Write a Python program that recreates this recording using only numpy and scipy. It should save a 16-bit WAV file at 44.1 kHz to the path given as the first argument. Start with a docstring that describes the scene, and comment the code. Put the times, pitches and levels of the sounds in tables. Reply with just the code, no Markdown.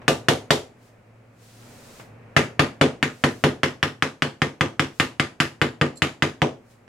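"""Mallet and chisel on a plank

A wooden mallet drives a carving chisel into a plank clamped to a bench: three strokes, a pause to
reset the blade, then a long even run. Each stroke sums a minimum-phase crack of wood on wood, decaying
modes of plank and bench, and a short wash of shaped noise with dull reflections from the workshop.
Around the strokes the tool touches the wood (short wash) and the steel clinks (modes and noise), over
low room noise, humming sines and a swelling hiss; a saturating recorder rounds off the peaks."""
import sys
import numpy as np
from scipy import signal
from scipy.fft import rfft, irfft
from scipy.io import wavfile
from scipy.ndimage import uniform_filter1d

SR = 44100
rng = np.random.default_rng(int(sys.argv[2]) if len(sys.argv) > 2 else 0)


def file_out(sig):
    """Save sig as 16-bit WAV at sys.argv[1]."""
    # one column per channel
    cols = np.atleast_2d(sig).T
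    # limit, then scale
    lim = np.clip(cols, -1, 1)
    pcm = np.round(lim * 32767).astype(np.int16)
    wavfile.write(sys.argv[1], SR, pcm)


N = 303760
RING = 16384  # length of one ringing response, samples


def amp(db):
    """Level to amplitude: 20 dB is a factor of ten."""
    return 10 ** (np.asarray(db) / 20)


def read(points, hz):
    """Interpolation on a log-frequency axis: a table's value at hz."""
    f, value = np.transpose(points)
    return np.interp(np.log(hz + 1), np.log(f + 1), value)


def add(mix, s, sound):
    """Superposition: a sound is added to the mix from time s onward."""
    part = mix[:, max(round(s * SR), 0):][:, :sound.shape[-1]]
    part += sound[..., :part.shape[1]]


def bump(hz, centre_hz, width_hz):
    """Gaussian resonance curve of height 1 around centre_hz."""
    return np.exp(-((hz - centre_hz) / width_hz) ** 2)


def pulse(points):
    """Minimum phase: the most compact causal click with this magnitude spectrum."""
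    hz = abs(np.fft.fftfreq(4096, 1 / SR))
    log_gain = np.log(amp(read(points, hz)))
    # the Hilbert transform of the log gain supplies the phase
    spectrum = np.exp(np.conj(signal.hilbert(log_gain)))
    return np.fft.ifft(spectrum).real[:2048]


# correlation of the two channels: f/Hz, correlation/1
CHANNEL_LIKENESS = [(100, 1), (300, 0.85), (600, 0.51), (2000, 0.25), (5000, .22), (14000, 0.4)]


def noise(points, size):
    """Partial coherence: shaped stereo noise whose channels are nearly alike in the bass."""
    hz = np.fft.rfftfreq(size, 1 / SR)
    same = read(CHANNEL_LIKENESS, hz)
    shares = np.sqrt([(1 + same) / 2, (1 - same) / 2])
    mid, side = rfft(rng.standard_normal((2, size))) * shares
    return irfft(np.array([mid + side, mid - side]) * amp(read(points, hz)), size)


# spectrum shape of the hiss: f/Hz, relative level/dB
HISS_COLOUR = [(100, -21), (1000, 6.5), (4000, 8.5), (7500, 7.5), (11000, 1.5), (16000, -3.5)]
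# swells of the hiss: start t/s, length/s, level at the start/dB
SWELLS = [(.83, 0.055, -64), (1.43, .58, -57), (3.15, 0.26, -57.5), (4.95, 0.051, -60.5),
          (6.71, 0.013, -61.5)]
HISS_REST_DB = -74.5  # between swells
SWELL_IN_DB_PER_S, SWELL_GROW_DB_PER_S, SWELL_OUT_DB_PER_S = 200, 10, 193


def hiss():
    """Incoherent power addition: each swell adds its power to a faint resting hiss."""
    t, x = np.arange(N) / SR, noise(HISS_COLOUR, N)
    level = amp(HISS_REST_DB)
    for start, length, db in SWELLS:
        fade_in_db = SWELL_IN_DB_PER_S * np.maximum(start - t, 0)
        fade_out_db = SWELL_OUT_DB_PER_S * np.maximum(t - start - length, 0)
        growth_db = SWELL_GROW_DB_PER_S * np.clip(t - start, 0, length)
        level = np.hypot(level, amp(db + growth_db - fade_in_db - fade_out_db))
    return x / x.std() * level


# spectrum shape of the quiet workshop: f/Hz, relative level/dB
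FLOOR_COLOUR = [(20, -17), (70, -14), (95, -11), (113, 5), (135, -9.5), (170, -11), (240, -7.5),
                (310, -13.5), (550, -10.5), (850, -18), (2500, -24.5), (3500, -39.5), (16000, -61)]
# level of the workshop noise: t/s, level/dB
FLOOR_LEVEL = [(0, -46.5), (.8, -53.5), (1.52, -54), (1.68, -47.5), (2.3, -48), (4.2, -57.5), (6.89, -54.5)]
# a machine's hum: f/Hz, level against the workshop noise/dB
HUM = [(113, -8), (240, -12.5)]


def workshop():
    """Broadband and tonal background: room noise and humming sines share one slow level curve."""
    t, x = np.arange(N) / SR, noise(FLOOR_COLOUR, N)
    hum = 0
    for hz, db in HUM:
        phase = 2 * np.pi * (hz * t + rng.random())
        hum = hum + amp(db) * np.sqrt(2) * np.sin(phase)  # sqrt(2): sine of unit RMS
    return (x / x.std() + hum) * amp(np.interp(t, *np.transpose(FLOOR_LEVEL)))


def ring(modes, detune, spread_db=5.0, rise_s=0.0014):
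    """Modal superposition: decaying waves start together, each varied a little, the high ones most in level."""
    hz, db, t60 = np.transpose(modes)[:, :, None]
    t = np.arange(RING) / SR
    shift, strength = rng.standard_normal((2, *hz.shape))
    db = db + spread_db * strength * hz / (hz + 300)
    shifted_hz = hz * (1 + detune * shift)
    waves = amp(db - 60 * t / t60) * np.cos(2 * np.pi * shifted_hz * t)
    return waves.sum(0) * (1 - np.exp(-t / rise_s))


# dense ring of wood and room, with a hollow just above the bench's thud: f/Hz, level/dB
WASH_COLOUR = [(30, 0), (70, 25), (135, 30), (172, 22), (230, 23), (500, 24), (800, 26), (1400, 23),
               (2800, 18), (4000, 10.5), (7000, 4), (9400, -4), (10400, -3.5), (16000, -24)]
# how long the wash lasts: f/Hz, t60/s
WASH_DECAY = [(80, 0.37), (250, 0.4), (550, 0.32), (1400, 0.25), (3500, 0.25), (7000, 0.29), (14000, 0.27)]


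def wash(early_db=3, early_s=0.0076, rise_s=0.00082):
    """Diffuse decay: dense ringing is strong at first, then each band dies at its own rate."""
    hz, t, z = signal.stft(noise(WASH_COLOUR, RING), SR, nperseg=256)
    early = 1 + amp(early_db) * np.exp(-t / early_s)
    fade = amp(-60 * t / read(WASH_DECAY, hz)[:, None]) * early
    # equal fade energy in every band, so decay time does not alter the colour
    fade /= np.sqrt((fade ** 2).sum(1, keepdims=True) * t[1] * SR)
    tail = signal.istft(z * fade, SR, nperseg=256)[1][:, :RING]
    return tail * (1 - np.exp(-np.arange(RING) / SR / rise_s))


# light touches of the tool on the plank: t/s, level/dB
TOUCHES = [(0.017, -30.5), (1.623, -37), (1.997, -25.5), (6.878, -27)]
# clinks of the steel: t/s, level/dB
CLINKS = [(5.957, -45), (5.971, -36)]
# modes of the blade: f/Hz, level/dB, t60/s
BLADE_MODES = [(4200, -11, .1), (4420, -11, .09), (7470, 0, .06), (7700, -10, .09), (10600, -17, .08)]
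# the edge scraping as it clinks: f/Hz, level/dB
SCRAPE_COLOUR = [(1500, -33), (4000, -8), (8000, -7), (11000, -8), (13000, -25)]


def handling(dull_db=-6, scrape_s=0.016):
    """Light contact excitation: the tool brushes the plank, and the loose blade scrapes and clinks."""
    out, soft = np.zeros((2, N)), pulse([(2000, 0.0097), (6000, dull_db)])
    for s, db in TOUCHES:
        add(out, s, amp(db) * signal.fftconvolve(wash(), soft[None], axes=1))
    for s, db in CLINKS:
        scrape = noise(SCRAPE_COLOUR, RING) * np.exp(-np.arange(RING) / SR / scrape_s)
        # separately detuned modes in the two channels
        clink = np.array([ring(BLADE_MODES, detune=0.011), ring(BLADE_MODES, detune=0.0048)])
        add(out, s, amp(db) * (scrape + clink))
    return out


# the nearest walls throw back the dull part of each blow: delay/s, level/dB
ECHOES = [(.008, 0.5), (0.018, -4.5), (0.028, 13), (0.0513, 10), (.074, 1.5)]
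# colour of those reflections: f/Hz, level/dB
ECHO_COLOUR = [(40, -29.5), (170, -25.5), (270, -1.5), (520, 3), (900, -6), (2000, -12), (6000, -25),
               (16000, -57.5)]


def echoes():
    """Early reflection: single dull returns reach one ear a little after the other."""
    out, dull = np.zeros((2, RING)), pulse(ECHO_COLOUR)
    for delay, db in ECHOES:
        for ear in (out[:1], out[1:]):
            add(ear, delay + rng.uniform(0, 0.00051), amp(db) * dull)
    return out


# colour of an average stroke with the chisel upright: f/Hz, level/dB
STROKE_COLOUR = [(60, -8), (130, -2), (300, 1), (520, -1.8), (800, -5), (1300, 2), (1800, 7), (3000, 3),
                 (6000, 1.15)]
# a heavy stroke swells the thud of plank and bench, hardly the handle: f/Hz, gain/(dB per dB of weight)
WEIGHT_GAIN = [(70, 0.6), (140, 1.0), (270, 0.9), (480, 1.24), (720, 0.94), (1800, 0.07), (4000, 0.22)]
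# fibres giving way add treble and jolt the bench: f/Hz, gain/(dB per dB of splintering)
SPLINTER_GAIN = [(75, 0.48), (150, 0.06), (260, -0.22), (1500, 0.32), (3000, 0.5), (6000, 0.72),
                 (12000, 1.05)]
# the handle knocks hardest upright
KNOCK_HZ, KNOCK_WIDTH_HZ, KNOCK_LOSS_DB_PER_DEG = 1980, 950, 0.1767
# past a certain lean the blade lifts a chip, which sounds hollow
LIFT_DEG, CHIP_HZ, CHIP_WIDTH_HZ, CHIP_DB_PER_DEG = 31.1, 667, 390, 0.5124


def stroke_colour(weight_db, splinter_db, lean):
    """Excitation spectrum: weight, splintering and lean set a stroke's broad balance, as (Hz, dB) rows."""
    hz = np.linspace(0, SR / 2, num=400)
    db = read(STROKE_COLOUR, hz)
    db += weight_db * read(WEIGHT_GAIN, hz)
    db += splinter_db * read(SPLINTER_GAIN, hz)
    db -= KNOCK_LOSS_DB_PER_DEG * lean * bump(hz, KNOCK_HZ, KNOCK_WIDTH_HZ)
    db += CHIP_DB_PER_DEG * max(lean - LIFT_DEG, 0) * bump(hz, CHIP_HZ, CHIP_WIDTH_HZ)
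    return np.column_stack([hz, db])


# the handle's broad resonance climbs as it leans
HANDLE_HZ, HANDLE_HZ_PER_DEG = 2393, 20.9


def colouring(colour, lean, share=1, boost_db=1.0, width_hz=330, patchy_db=2.0):
    """Source filtering: a share of the stroke's colour, the handle's resonance, and random treble patches."""
    hz, db = colour.T
    db = share * db + boost_db * bump(hz, HANDLE_HZ + HANDLE_HZ_PER_DEG * lean, width_hz)
    # fibres never part the same way twice
    patches = uniform_filter1d(rng.standard_normal(len(hz)), size=8)
    patches = uniform_filter1d(patches, size=5)
    db = db + patchy_db * patches / patches.std() * hz / (hz + 1500)
    return pulse(list(zip(hz, db)))


# mallet strokes: t/s, weight put into the plank/dB, splintering of the fibres/dB
STROKES = [(0.08, 0.5, 8.5), (0.2849, 1.5, 9), (0.506, -1.5, 9.5), (2.3651, 5.5, 4), (2.594, 4.5, 2),
           (2.8122, 7, 0.5), (3.0278, -3.5, -1.5), (3.2386, 3.5, 1.0), (3.4389, 5.5, 0.5),
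           (3.633, -0.5, -0.5), (3.8286, -3, -1), (4.024, -5, -2), (4.222, -3.5, -2.5),
           (4.4187, -1.5, -4.5), (4.6096, 0, -4.5), (4.7954, -2, -0.5), (4.9991, -2.5, 3),
           (5.1977, -3.5, -1.5), (5.402, -2.5, 3.5), (5.6156, 2.0, -3), (5.8133, 2.5, -6.5),
           (6.0202, -1, 1.0), (6.223, -1.0, -0.5), (6.4187, 0, -6.5)]
# the chisel's lean, a flat paring cut, then reset nearly upright and tipped again: t/s, angle from upright/deg
LEAN = [(.5, 50), (2.36, 2.05), (3.2, 30), (4.3, 35.5), (6.0, 27), (6.42, 47)]
# modes of bench, plank and tool: f/Hz, level/dB, t60/s
BENCH_MODES = [(59, -42, .25), (97, -27.5, .24), (118, -31, .18), (133, -25, .16), (145, -16.5, .19),
               (209, -30, .22), (223, -29.5, .22), (245, -22, .23), (266, -22.5, .23), (290, -29.5, .2),
               (332, -26, .23), (358, -28, .22), (385, -31, .2), (425, -27.5, .23), (453, -28.5, .24),
               (479, -32, .24), (533, -28, .24), (650, -36, .22), (710, -37, .2), (1012, -37, .2),
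               (1208, -28, .21), (1370, -31, .11), (1545, -34, .13), (1845, -31, .14), (2064, -31, .15),
               (2515, -36, .15), (2622, -37, .15), (2800, -37, .13), (2960, -37, .13), (3430, -40, .14)]
# the mallet meeting the handle: f/Hz, level/dB
CRACK_COLOUR = [(30, -50.5), (250, 27), (650, -14), (1200, 14.5), (1800, 15.5), (2400, 11), (3300, 9),
                (4100, -10.5), (7000, -11.5), (10500, -27), (16000, -38)]
# added level of an average stroke's direct crack, and how much each dB of weight takes away
CRACK_DB, CRACK_LOSS_DB_PER_DB = 5.5, 0.34


def mallet(renew_per_s=1.53, fresh=0.31, crack_share=0.23, low_hz=52):
    """Impact excitation: each stroke cracks and rings; the shared wash changes as the blade moves through wood."""
    out, pattern, walls, last = np.zeros((2, N)), wash(), echoes(), 0
    for s, weight_db, splinter_db in STROKES:
        # power-preserving mixtures of old and new wash
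        kept = np.exp(-abs(renew_per_s * (s - last)))
        pattern, last = np.sqrt(kept) * pattern + np.sqrt(1 - kept) * wash(), s
        diffuse = np.sqrt(1 - fresh) * pattern + np.sqrt(fresh) * wash()
        body = ring(BENCH_MODES, detune=0.0055) + diffuse + walls
        lean = np.interp(s, *np.transpose(LEAN))
        colour = stroke_colour(weight_db, splinter_db, lean)
        add(out, s, signal.fftconvolve(body, colouring(colour, lean)[None], axes=1))
        # the direct crack starts with a suction and takes on part of the stroke's colour
        tint = colouring(colour, lean, crack_share)
        crack = signal.fftconvolve(pulse(CRACK_COLOUR), tint)
        add(out, s, -amp(CRACK_DB - CRACK_LOSS_DB_PER_DB * weight_db) * crack)
    # a plank radiates little deep bass
    return signal.sosfilt(signal.butter(4, low_hz, "high", fs=SR, output="sos"), out)


def scene(balance_db=0.33):
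    """Level-difference panning: carving a little left of centre, in the workshop's noise, hum and hiss."""
    carving = (mallet() + handling()) * amp([[balance_db], [-balance_db]])
    return carving + workshop() + hiss()


EDGE_HZ = 16300  # upper band edge


def record(dry):
    """Saturation and band limiting: the recorder rounds peaks near full scale and cuts the top treble."""
    rounded = dry / (1 + dry ** 6) ** (1 / 6)
    lowpass = signal.firwin(255, EDGE_HZ, window=("kaiser", 9), fs=SR)
    return signal.oaconvolve(rounded, lowpass[None], "same")


dry = scene()
out = record(dry)
file_out(out)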